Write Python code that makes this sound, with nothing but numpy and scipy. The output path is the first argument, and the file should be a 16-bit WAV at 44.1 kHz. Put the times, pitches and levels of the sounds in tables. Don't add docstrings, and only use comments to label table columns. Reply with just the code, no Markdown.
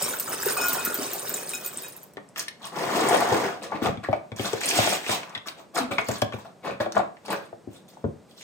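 import sys
import numpy as np
from scipy import signal
from scipy.fft import rfft, irfft, next_fast_len
from scipy.io import wavfile
from scipy.ndimage import uniform_filter1d

SR = 44100
rng = np.random.default_rng(int(sys.argv[2]) if len(sys.argv) > 2 else 0)


def pcm_store(signal):
    levels = np.round(np.clip(np.atleast_2d(signal), -1, 1) * 32767)
    wavfile.write(sys.argv[1], SR, levels.astype(np.int16).T)


N = 371743
T = np.arange(N) / SR

# time in seconds, level in dB.
TILT_FLOW = [(0.0, -30), (0.24, -41), (0.33, -32), (0.37, -38), (0.49, -29), (0.52, -34.5), (0.57, -31),
             (1.24, -38), (1.85, -43), (2.04, -56), (2.119, -71)]
# pitch in Hz, width in Hz, level in dB.
FLAP_MODES = [(1090, 56, 5), (1700, 60, -13.5), (2260, 59, -5), (2466, 50, -3), (3400, 250, -1)]


def undb(db):
    return 10 ** (np.asarray(db) / 20)


def unit(x):
    return x / np.abs(x).max()


def level(x):
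    return x / x.std()


def add(out, s, x):
    i = int(s * SR)
    out[i:i + len(x)] += x[:N - i]


def ring(x, hz, width_hz):
    hz = min(hz, .45 * SR)
    b, a = signal.iirpeak(hz, hz / min(width_hz, SR / 4), fs=SR)
    return signal.lfilter(b, a, x)


def colour(x, points):
    size = 4096
    hz, db = np.transpose(points)
    bins_hz = np.fft.rfftfreq(size, 1 / SR)
    log_gain = np.log(undb(np.interp(np.log(bins_hz + 1), np.log(hz), db)))
    cepstrum = irfft(log_gain)[:size // 2]
    cepstrum[1:] *= 2
    response = irfft(np.exp(rfft(cepstrum, size)))
    return signal.oaconvolve(x, response)[:len(x)]


def swell(rows):
    s, db = np.transpose(rows)
    return undb(np.interp(T, s, db, left=-np.inf, right=-np.inf))


def uneven(length_s, depth_db):
    window = np.hanning(int(2 * length_s * SR))
    lumps = signal.oaconvolve(rng.standard_normal(N), window, mode="same")
    return undb(depth_db * level(lumps))


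def clicks(rate, spread_db):
    when, size, sign = rng.random((int(rate * N / SR), 3)).T
    size = undb(spread_db * np.minimum(-np.log(1 - size), 3.5))
    return level(np.bincount((when * N).astype(int), size * np.sign(sign - .5), N))


def grains(rate, spread_db, width, crack, lo_hz, hi_hz, count=26):
    pitches = np.geomspace(lo_hz, hi_hz, count)
    rings = sum(ring(clicks(rate / count, spread_db), hz, width * hz) for hz in pitches)
    return level(level(rings) + crack * clicks(rate / 2, spread_db))


def burst(t, decay_s, grit):
    return (t == 0) + grit * rng.standard_normal(len(t)) * np.exp(-t / decay_s)


def spots(x, count):
    hold = int(.012 * SR)
    spot = rng.integers(count, size=N)[np.arange(N) // hold]
    return [x * uniform_filter1d(1. * (spot == k), size=80) for k in range(count)]


def in_room(x, lag_ms, pan_db, early_db, wet_db):
    t60_s, treble_t60_s, count = 0.34, 0.14, 7
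    size = next_fast_len(N + SR)
    delay = np.exp(-2j * np.pi * np.fft.rfftfreq(size, 1000 / SR) * lag_ms)
    late = irfft(rfft(x, size) * delay, size)[:N]
    direct = np.array([x * undb(pan_db / 2), late * undb(-pan_db / 2)])

    t = np.arange(SR // 2) / SR
    noise = rng.standard_normal((2, len(t))) * (t > .008)
    low = signal.lfilter(*signal.butter(1, 2500, fs=SR), noise)
    walls = low * undb(-60 * t / t60_s) + (noise - low) * undb(-60 * t / treble_t60_s)
    mid, side = walls[0], signal.lfilter(*signal.butter(1, 400, "high", fs=SR), walls[1])
    echoes = np.array([undb(wet_db) * h / np.linalg.norm(h) for h in (mid + side, mid - side)])
    for path, angle, sign in rng.random((count, 3)):
        at = int(SR * (.001 + .007 * path))
        skew = int(28 * (angle - .5))
        echoes[[0, 1], [at - skew, at + skew]] += np.sign(sign - .5) * undb(early_db) / np.sqrt(count)
    return direct + np.array([signal.oaconvolve(x, h)[:N] for h in echoes])


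def room_tone():
    # pitch in Hz, level in dB.
    air = [(25, -29), (70, -18), (140, -3.5), (190, 0.5), (250, -5), (600, -6.5), (1200, -17),
           (3000, -26.5), (8000, -29.5), (16000, -43.5)]
    mid, left, right = (level(colour(rng.standard_normal(N), air)) for _ in range(3))
    return undb(-55) * (mid + .5 * np.array([left, right]))


def box_modes(x, tune=1):
    # pitch in Hz before tuning, width in Hz, level in dB.
    modes = [(212.2, 18, 6.5), (330, 29, 6.5), (440, 34, 0), (564, 18, 5.5), (655, 19, 2), (760, 11, 1.5),
             (1070, 320, -1.5), (1440, 990, -24.5), (2200, 120, -37.5)]
    return sum(undb(db) * ring(x, tune * hz, width_hz) for hz, width_hz, db in modes)


def creases():
    return undb(-4.5) * grains(rate=150, spread_db=5.5, width=0.17, crack=0.43,
                               lo_hz=1400, hi_hz=9000, count=10)


def rubbing():
    # time of the crest in seconds, swell time in
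    # seconds, cardboard level in dB, crinkle level in dB, pitch of the rubbed panel in Hz.
    strokes = [(2.396, 0.021, -38.5, -35.5, 1370), (2.671, 0.036, -40.5, -43.5, 900),
               (3.345, 0.017, -30, -43, 520), (3.647, 0.021, -35, -44.5, 500),
               (3.762, 0.037, -32.5, -56, 760), (3.866, 0.031, -24, -39, 450),
               (4.043, 0.0068, -33.5, -51, 1380), (4.148, 0.028, -37.5, -63, 600),
               (4.456, 0.0097, -28, -36, 694), (5.122, 0.028, -31, -35, 810),
               (5.369, 0.18, -46.5, -63, 900), (5.476, 0.011, -38, -42.5, 1100),
               (5.601, 0.026, -47, -56, 570), (5.757, 0.008, -61, -32.5, 1410),
               (5.793, 0.025, -24.5, -41, 750), (5.923, 0.009, -27.5, -41.5, 450),
               (5.989, 0.0059, -28.5, -45.5, 520), (6.105, 0.012, -36, -68, 700),
               (6.162, 0.068, -42, -41, 1080), (6.338, 0.0048, -58, -49, 2400),
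               (6.39, 0.0041, -43.5, -51, 690), (6.458, 0.0071, -43.5, -57, 685),
               (6.676, 0.023, -28, -48, 587), (6.724, 0.023, -38, -83, 198),
               (6.809, 0.0057, -28, -44, 1020), (6.981, 0.022, -26, -50.5, 740),
               (7.262, 0.0092, -48, -53.5, 700), (7.33, 0.025, -26.5, -43, 620),
               (7.46, 0.15, -53.5, -61, 615), (7.765, 0.041, -56, -55.5, 400),
               (7.884, 0.002, -63, -53.5, 614), (7.93, .008, -56, -65, 500), (8.02, 0.034, -66, -71, 600),
               (8.31, 0.018, -82, -59, 600), (8.42, 0.042, -85, -50, 600)]
    # pitch in Hz, level in dB.
    card_tone = [(40, -29), (100, -10.5), (220, -9.5), (700, 3.5), (1250, -14.5), (1750, -8), (2400, -4),
                 (4000, -0.5), (8000, -17), (16000, -69)]
    # pitch in Hz, level in dB.
    rustle_tone = [(60, -33), (300, -20), (1200, -18), (2300, -2), (3500, 7.5), (5000, 3.5), (8000, 1),
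                   (12000, -8), (16000, 2.5)]
    flap_db, panel_db, panel_width = -13, -2, 0.99
    fade_s = 0.02

    slips = grains(rate=3700, spread_db=5.0, width=0.088, crack=0.67, lo_hz=95.0, hi_hz=2480)
    flaps = level(sum(undb(db) * ring(slips, hz, width_hz) for hz, width_hz, db in FLAP_MODES))
    card = level(colour(slips, card_tone)) + 1.7 * level(box_modes(slips))
    card = level(card + undb(flap_db) * flaps)
    crinkle = grains(rate=1300, spread_db=5, width=0.094, crack=0.33, lo_hz=1270, hi_hz=14300)
    crinkle = level(level(colour(crinkle, rustle_tone)) + creases())

    scrape, rustle_gain = np.zeros(N), np.zeros(N)
    for s, swell_s, card_db, crinkle_db, hz in strokes:
        near = np.abs(T - s) < .4
        t = T[near] - s
        stroke = np.exp(-np.where(t < 0, np.abs(t / swell_s) ** 3 / 3, t / fade_s))
        panel = level(ring(ring(slips[near], hz, panel_width * hz), hz, hz))
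        scrape[near] += undb(card_db) * stroke * level(card[near] + undb(panel_db) * panel)
        rustle_gain[near] += undb(crinkle_db) * stroke
    return scrape, crinkle * rustle_gain


def flap_judder():
    hz, sag_hz_per_s, jitter = 272, 480, 0.037
    out, t = np.zeros(N), np.arange(SR // 4) / SR
    waver = level(uniform_filter1d(rng.standard_normal(len(t)), size=200))
    phase = 2 * np.pi * np.cumsum((hz - sag_hz_per_s * t) * (1 + jitter * waver)) / SR
    drone = np.sin(phase) + 0.16 * np.sin(2 * phase)
    envelope = unit(t * np.exp(-(t / .024) ** 2 / 4))
    add(out, 5.785, undb(-28) * envelope * drone)
    return out


def knocks():
    # start in seconds, level in dB, pitch of the struck
    # spot in Hz, thump in dB and crack in dB (both against that level, before their trims),
    # settling time in seconds.
    blows = [(2.17, -27, 400, -32, -11, 0.00095), (2.179, -29.5, 1090, -30, -19, 0.0014),
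             (2.36, -29.5, 1290, -38, -8, 0.0028), (3.141, -10, 675, -34, -12, 0.0065),
             (3.315, -13.5, 487, -10.5, -20, 0.0058), (3.719, -20.5, 950, -25, -22, 0.0056),
             (3.741, -32, 195, -9, -29, 0.0063), (3.819, -15, 262, -18, -17, 0.0044),
             (3.858, -13, 726, -17, -9, .008), (3.884, -21, 190, -7, -23, 0.0086),
             (3.928, -35, 220, -4, -36, .004), (3.973, -30.5, 193, 0, -7, 0.002),
             (4.087, -12.5, 440, -9.5, -29, 0.0016), (4.129, -11, 660, -37, -14, 0.0033),
             (4.318, -29, 450, -1, -4.5, 0.0097), (4.395, -21.5, 403, -4.5, -2, 0.0048),
             (4.532, -14.5, 486, -18, -11.5, 0.0035), (4.787, -11, 664, -9.5, -26, 0.0041),
             (4.874, -14.5, 665, -39, -4, 0.0025), (4.923, -16, 670, -45, -21, 0.0061),
             (5.092, -17, 550, -14, -17, 0.005), (5.362, -28, 1900, -15, -31, 0.004),
             (5.911, -29, 890, -6, -1, 0.0069), (5.984, -12.5, 1070, -23, -7, 0.0036),
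             (6.087, -15, 506, -9.5, -15, 0.0081), (6.111, -26.5, 298, -4.5, -30, 0.008),
             (6.22, -11, 590, -11, -7, 0.0026), (6.238, -31, 248, -8, -29, 0.0088),
             (6.323, -27.5, 1230, -31, -6, 0.0031), (6.338, -23, 494, -4.5, -22, 0.0047),
             (6.361, -32.5, 910, -20, -28, 0.0018), (6.801, -15.5, 560, -14.5, -23.5, 0.016),
             (6.86, -19, 530, -27, -17.5, 0.008), (6.966, -9.5, 720, -26, -16, 0.0043),
             (6.992, -13.5, 670, -29.5, -18.5, 0.012), (7.282, -27.5, 550, -23.5, -6.5, 0.0045),
             (7.527, -27.5, 533, -19.5, -34, 0.003), (7.674, -25.5, 285, -10, -47.5, 0.0012),
             (7.97, -36.5, 800, -28.5, -30, .002), (8.041, -19, 438, -1, -30, 0.004),
             (8.054, -25, 187, 4.5, -38, 0.018)]
    box_db, thump_trim_db, crack_trim_db, flap_db = -8, -2.5, 4, -1
    thump_hz, thump_width_hz, belly_hz = 122, 36, 200
    grip = 0.037
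    out, t = np.zeros(N), np.arange(SR // 4) / SR
    push = 1. * (t == 0)
    give = 1 - np.exp(-t / 0.0021)
    for s, db, hz, low_db, high_db, settle_s in blows:
        contact = burst(t, decay_s=settle_s, grit=0.26)
        spot = ring(ring(contact, hz, 0.4 * hz), hz, max(500, .9 * hz))
        spot = unit(give * spot)

        tune = 1 + grip * rng.uniform(-1.1, 1)
        panels = box_modes(burst(t, decay_s=2 * settle_s, grit=0.089), tune)
        carton = undb(box_db) * unit(give * ring(panels, hz, 1.2 * hz))

        thump = ring(ring(push, thump_hz, thump_width_hz), thump_hz, 2 * thump_width_hz)
        thump = undb(low_db + thump_trim_db) * unit(thump)
        belly = ring(ring(push, belly_hz, 0.53 * belly_hz), belly_hz, 0.32 * belly_hz)
        belly = undb(low_db) * unit(belly)

        edge = ring(ring(burst(t, decay_s=0.002, grit=0.94), 1700, 1800), 2200, 3000)
        flap = sum(undb(mode_db) * ring(edge, tune * mode_hz, width_hz)
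                   for mode_hz, width_hz, mode_db in FLAP_MODES)
        crack = undb(high_db + crack_trim_db) * unit(unit(edge) + undb(flap_db) * unit(flap))

        soften = signal.butter(3, min(3.3 * hz, SR / 3), fs=SR)
        body = signal.lfilter(*soften, spot + carton)
        add(out, s, undb(db) * (body + thump + belly + crack))
    return out


def snaps():
    # start in seconds, peak level in dB, pitch in Hz,
    # width of the ring as a share of the pitch.
    flips = [(2.136, -36, 12100, .6), (2.17, -29.5, 1850, 0.14), (2.289, -37, 7300, .3),
             (2.361, -22.5, 2570, 0.26), (2.384, -38, 4000, .8), (2.404, -22, 4500, .7),
             (2.427, -26, 8000, .6), (2.481, -22.5, 1740, 0.14), (2.4827, -21, 6800, 0.47),
             (2.484, -18.5, 3560, 0.5), (2.959, -19, 5000, .8), (3.087, -13.5, 8000, 0.55),
             (3.096, -19, 7000, .7), (3.147, -19, 1700, .6), (3.16, -14, 2100, .6), (3.29, -21, 8000, .6),
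             (3.417, -25.5, 6500, .8), (4.532, -19, 6000, .6), (4.577, -27, 1500, 0.28),
             (4.614, -17.5, 2260, 0.52), (4.635, -16, 2950, 0.53), (4.711, -10.5, 2950, 0.67),
             (4.779, -22, 4500, .6), (4.826, -26, 5500, .6), (4.951, -28, 3500, .6),
             (5.045, -24.5, 2010, .3), (5.065, -19, 2150, .3), (5.094, -15, 1500, 0.67),
             (5.232, -25.5, 1940, 0.5), (5.295, -37, 5000, 0.87), (5.35, -19.5, 3500, 0.035),
             (5.353, -23, 2040, 0.078), (5.377, -24, 3180, 0.11), (5.473, -24, 6000, 0.67),
             (5.485, -17.5, 3100, 0.69), (5.76, -22, 3000, .8), (5.921, -22.5, 2270, 0.098),
             (5.983, -10.5, 2200, 0.066), (5.989, -20, 2500, 0.058), (6.086, -16, 6500, 0.61),
             (6.218, -14, 5850, 0.75), (6.221, -18.5, 3400, .15), (6.334, -27, 2380, 0.057),
             (6.812, -26, 3200, .8), (6.922, -21.5, 5060, .4), (6.922, -30.5, 1400, .2),
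             (6.955, -30.5, 5500, .6), (7.169, -39, 2000, .3), (7.282, -31, 4020, .6)]
    out, t = np.zeros(N), np.arange(SR // 10) / SR
    for s, db, hz, width in flips:
        flip = burst(t, decay_s=0.00092, grit=.5)
        add(out, s, undb(db) * unit(ring(ring(flip, hz, width * hz), hz, 2 * hz)))
    return out


def shifting():
    # time in seconds, level in dB.
    slide_back = [(2.72, -40.5), (2.775, -29), (2.92, -26.5), (2.96, -21.5), (3.01, -25), (3.134, -19),
                  (3.14, -20.5), (3.296, -27.5), (3.318, -23), (3.418, -28), (3.452, -25), (3.6, -49)]
    # time in seconds, level in dB.
    press_down = [(4.36, -49), (4.404, -36.5), (4.61, -44), (4.62, -35), (4.786, -24), (4.948, -30),
                  (5.016, -47), (5.126, -27), (5.29, -73)]
    # pitch in Hz, level in dB.
    slide_tone = [(40, -31), (100, -13.5), (220, -2), (310, 1), (600, 3), (850, 3), (1250, -4),
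                  (2100, -8.5), (3000, -21.5), (6000, -20.5), (16000, -59)]
    # pitch in Hz, level in dB.
    liner_tone = [(60, -27), (300, 2.5), (1200, -2), (2100, 6.5), (3200, 6), (5000, 2.5), (8000, 0.5),
                  (12000, -11.5), (16000, -2)]
    tumble = grains(rate=2400, spread_db=3.5, width=0.09, crack=1.0, lo_hz=112.8, hi_hz=2370)
    rumble = level(level(colour(tumble, slide_tone)) + 0.11 * level(box_modes(tumble)))
    crinkle = grains(rate=2200, spread_db=3.0, width=0.13, crack=0.96, lo_hz=1500, hi_hz=15000)
    crinkle = level(level(colour(crinkle, liner_tone)) + creases())
    slide, press = swell(slide_back), swell(press_down)
    return (rumble * (undb(-1.5) * slide + undb(-4) * press),
            crinkle * (undb(-12) * slide + undb(-1) * press))


def bowl_ring():
    # pitch in Hz, level in dB before a random change,
    # time to fade by 60 dB in seconds.
    bowl = [(1434, 1.5, .34), (2504, -0.5, .27), (3803, -11, .18), (5330, -6, .17), (7009, -1, .11),
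            (8222, -7.5, .15), (8880, -8, .12), (9600, -9, .12), (11100, -6, .1), (14029, -4, .1),
            (15031, -2, .1)]
    # start in seconds, then the levels in dB of the lowest,
    # second, third and fourth modes and of all upper modes, each added to the level of its mode.
    hits = [(0.023, -58, -61, -40, -27, -28), (.42, -47, -54, -43, -39, -48),
            (0.485, -49, -44, -45, -34, -36), (0.572, -33, -31, -40, -31, -28.5),
            (0.6128, -31, -31, -31, -23, -29), (0.641, -28.5, -31, -36, -26, -28),
            (.781, -36, -34.5, -48, -40, -51), (.82, -35.5, -38, -48, -56, -48),
            (.862, -33, -38.5, -48, -46, -48), (0.929, -36, -58, -50, -49, -54),
            (1.338, -57, -50, -27, -39, -36), (1.368, -62, -46, -37, -44, -34.5),
            (1.5347, -44, -33.5, -27.5, -35, -32), (1.647, -49, -44, -42, -45, -34.5),
            (1.834, -67, -43.5, -34.5, -46, -39.5), (1.86, -65, -53, -43, -51, -58)]
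    glass_db, uneven_db = -2.5, 3.0
    split, chatter = 0.0046, 0.42
    out, t = np.zeros(N), np.arange(SR // 2) / SR
    for s, *lower_db, upper_db in hits:
        for (hz, db, t60_s), hit_db in zip(bowl, lower_db + [upper_db] * len(bowl)):
            luck, detune, sign = rng.uniform(-0.59, 1, 3)
            pair = np.sin(2 * np.pi * hz * t) + .4 * np.sin(2 * np.pi * hz * (1 + split * detune) * t)
            rough = 1 + chatter * level(uniform_filter1d(rng.standard_normal(len(t)), size=300))
            fade = undb(glass_db + db + hit_db + uneven_db * luck - 60 * t / t60_s)
            add(out, s, np.sign(sign) * pair * rough * fade)
    return out


def tick(t, hz, length_s):
    return t / length_s * np.exp(1 - t / length_s) * np.sin(2 * np.pi * hz * t)


def strays():
    per_s, above_flow_db, lo_hz, hi_hz = 14, 15.5, 7250, 14700
    times, flow_db = np.transpose(TILT_FLOW)
    when, size, pitch = rng.random((int(per_s * times[-1]), 3)).T
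    s = when * times[-1]
    db = np.interp(s, times, flow_db) + above_flow_db + 6 * (size - .5)
    return list(zip(s, db, lo_hz + (hi_hz - lo_hz) * pitch))


def hard_landings():
    # time in seconds, level in dB before the trims,
    # pitch of the tick in Hz.
    landings = [(0.023, -12, 7800), (0.049, -19.5, 5500), (0.107, -23, 7060), (0.186, -20, 8150),
                (0.1972, -8, 14800), (0.421, -22, 5270), (0.344, -22, 7740), (0.4585, -9.5, 14700),
                (0.5218, -15, 8940), (0.6577, -15, 14800), (0.6825, -6.5, 14500), (0.731, -7.5, 15000),
                (0.849, -8, 14300), (0.9426, -8, 14500), (1.1313, -14, 14600), (1.293, -10, 14700),
                (1.3395, -12, 7500), (1.491, -14.5, 9700), (1.5496, -16, 7040), (1.6602, -11.5, 14500),
                (1.772, -16.5, 8450), (1.821, -25, 12900), (1.882, -24.5, 14500), (1.964, -29, 12700),
                (2.03, -31, 12700)]
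    length_s, bounce_s = 0.00056, 0.017
    tick_trim_db, crack_db, bounce_trim_db = -3, -7, -8
    out, t = np.zeros(N), np.arange(SR // 20) / SR
    for s, db, hz in landings + strays():
        crack = unit(ring(burst(t, decay_s=0.013, grit=0.37), 11300, 8600))
        landing = tick(t, hz, length_s) + undb(crack_db) * crack
        add(out, s + .001, undb(db + tick_trim_db) * landing)
        for delay, size, edge in rng.random((3, 3)):
            bounce = tick(t, hz * (0.953 + 0.068 * edge), length_s)
            add(out, s + bounce_s * delay, undb(db + bounce_trim_db) * size * bounce)
    return out


def clumps():
    # start in seconds, peak level in dB before the trim, pitch in Hz.
    thuds = [(.06, -25, 1220), (.081, -26, 1000), (.136, -23, 1440), (.276, -24, 1260), (.298, -36.5, 800),
             (0.33, -23, 1450), (.334, -30, 450), (.43, -24, 1660), (0.463, -14.5, 380), (0.485, -18, 1370),
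             (.534, -30, 1440), (.567, -17, 1180), (.583, -20, 695), (.595, -25.5, 490), (.6, -20.5, 940),
             (0.626, -25, 1150), (.652, -21.5, 1060), (.668, -39, 680), (.729, -27, 1080), (.752, -19, 900),
             (.768, -21.5, 596), (.792, -25, 1050), (.819, -38, 1400), (0.867, -20, 1370),
             (.872, -21.5, 306), (.9, -28, 1440), (.985, -21.5, 330), (1.012, -25, 327)]
    trim_db, width_hz = -2, 130
    out, t = np.zeros(N), np.arange(SR // 10) / SR
    for s, db, hz in thuds:
        contact = burst(t, decay_s=0.0039, grit=0.47)
        add(out, s, undb(db + trim_db) * unit(ring(ring(contact, hz, width_hz), hz, hz)))
    return out


def flow():
    return swell(TILT_FLOW) * uneven(length_s=0.046, depth_db=1.5)


def stream():
    # pitch in Hz, level in dB.
    heap_tone = [(40, -40), (100, -2), (200, -4.5), (240, -2.5), (320, 3.5), (570, 1), (800, -1.5),
                 (1400, -4.5), (2200, -5), (5000, -22), (16000, -77)]
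    # pitch in Hz, level in dB.
    crisp_tone = [(200, -19), (1200, 4.5), (2500, -5), (4500, -6), (8000, -1), (10000, -3), (12500, -13),
                  (14500, 4), (16000, 3)]
    heap = grains(rate=650, spread_db=3, width=0.13, crack=0.66, lo_hz=122.5, hi_hz=1983)
    heap = level(colour(heap, heap_tone))
    crisp = grains(rate=1100, spread_db=3.0, width=0.031, crack=0.59, lo_hz=2290, hi_hz=15270, count=40)
    crisp = level(colour(crisp, crisp_tone))
    return flow() * (undb(-5.5 + 0.45 * T) * heap + undb(1.5 + 0.4 * T) * crisp)


def scene():
    (rumble, liner), (card, rustle) = shifting(), rubbing()
    pour = sum(in_room(x, lag_ms=-0.039, pan_db=-1.7, early_db=-2.5, wet_db=-5.5)
               for x in spots(stream() + clumps(), count=2))
    ticks = in_room(hard_landings() + bowl_ring(), lag_ms=-.01, pan_db=-.5, early_db=-7, wet_db=-11)
    carton = sum(in_room(x, lag_ms=0.057, pan_db=4.0, early_db=-3.5, wet_db=-4.0)
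                 for x in spots(rumble + card + flap_judder(), count=2))
    blows = in_room(knocks(), lag_ms=0.14, pan_db=4.5, early_db=-2.5, wet_db=-8.5)
    cracks = in_room(snaps(), lag_ms=0.12, pan_db=4.0, early_db=-3.0, wet_db=-7.5)
    buckling = (liner + rustle) * uneven(length_s=0.0059, depth_db=2)
    crinkle = sum(in_room(x, lag_ms=0.14, pan_db=-2.0, early_db=1.5, wet_db=0.0)
                  for x in spots(buckling, count=5))
    return undb(-1) * (pour + ticks + carton + blows + cracks) + undb(-2.0) * crinkle + room_tone()


def record(dry):
    # pitch in Hz, level of the sum in dB,
    # level of the difference in dB.
    ports = [(100, 0, 0.5), (6360, -0.5, 0), (6750, -1, -11), (8800, 1.5, 2), (9980, -1.5, -15),
             (10650, -17.5, 11), (11720, -20, 2), (11940, -6, 0), (12800, 2.5, 6.5), (14500, -0.5, -47),
             (17100, -7.5, 0.5)]
    hz, mid_db, side_db = np.transpose(ports)
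    dry = signal.sosfilt(signal.butter(4, 58, "high", fs=SR, output="sos"), dry)
    mid = colour((dry[0] + dry[1]) / 2, np.column_stack([hz, mid_db]))
    side = colour((dry[0] - dry[1]) / 2, np.column_stack([hz, side_db]))
    top_cut = signal.ellip(10, .2, 80, 15900, fs=SR, output="sos")
    return signal.sosfilt(top_cut, np.array([mid + side, mid - side]))


dry = scene()
out = record(dry)
pcm_store(out)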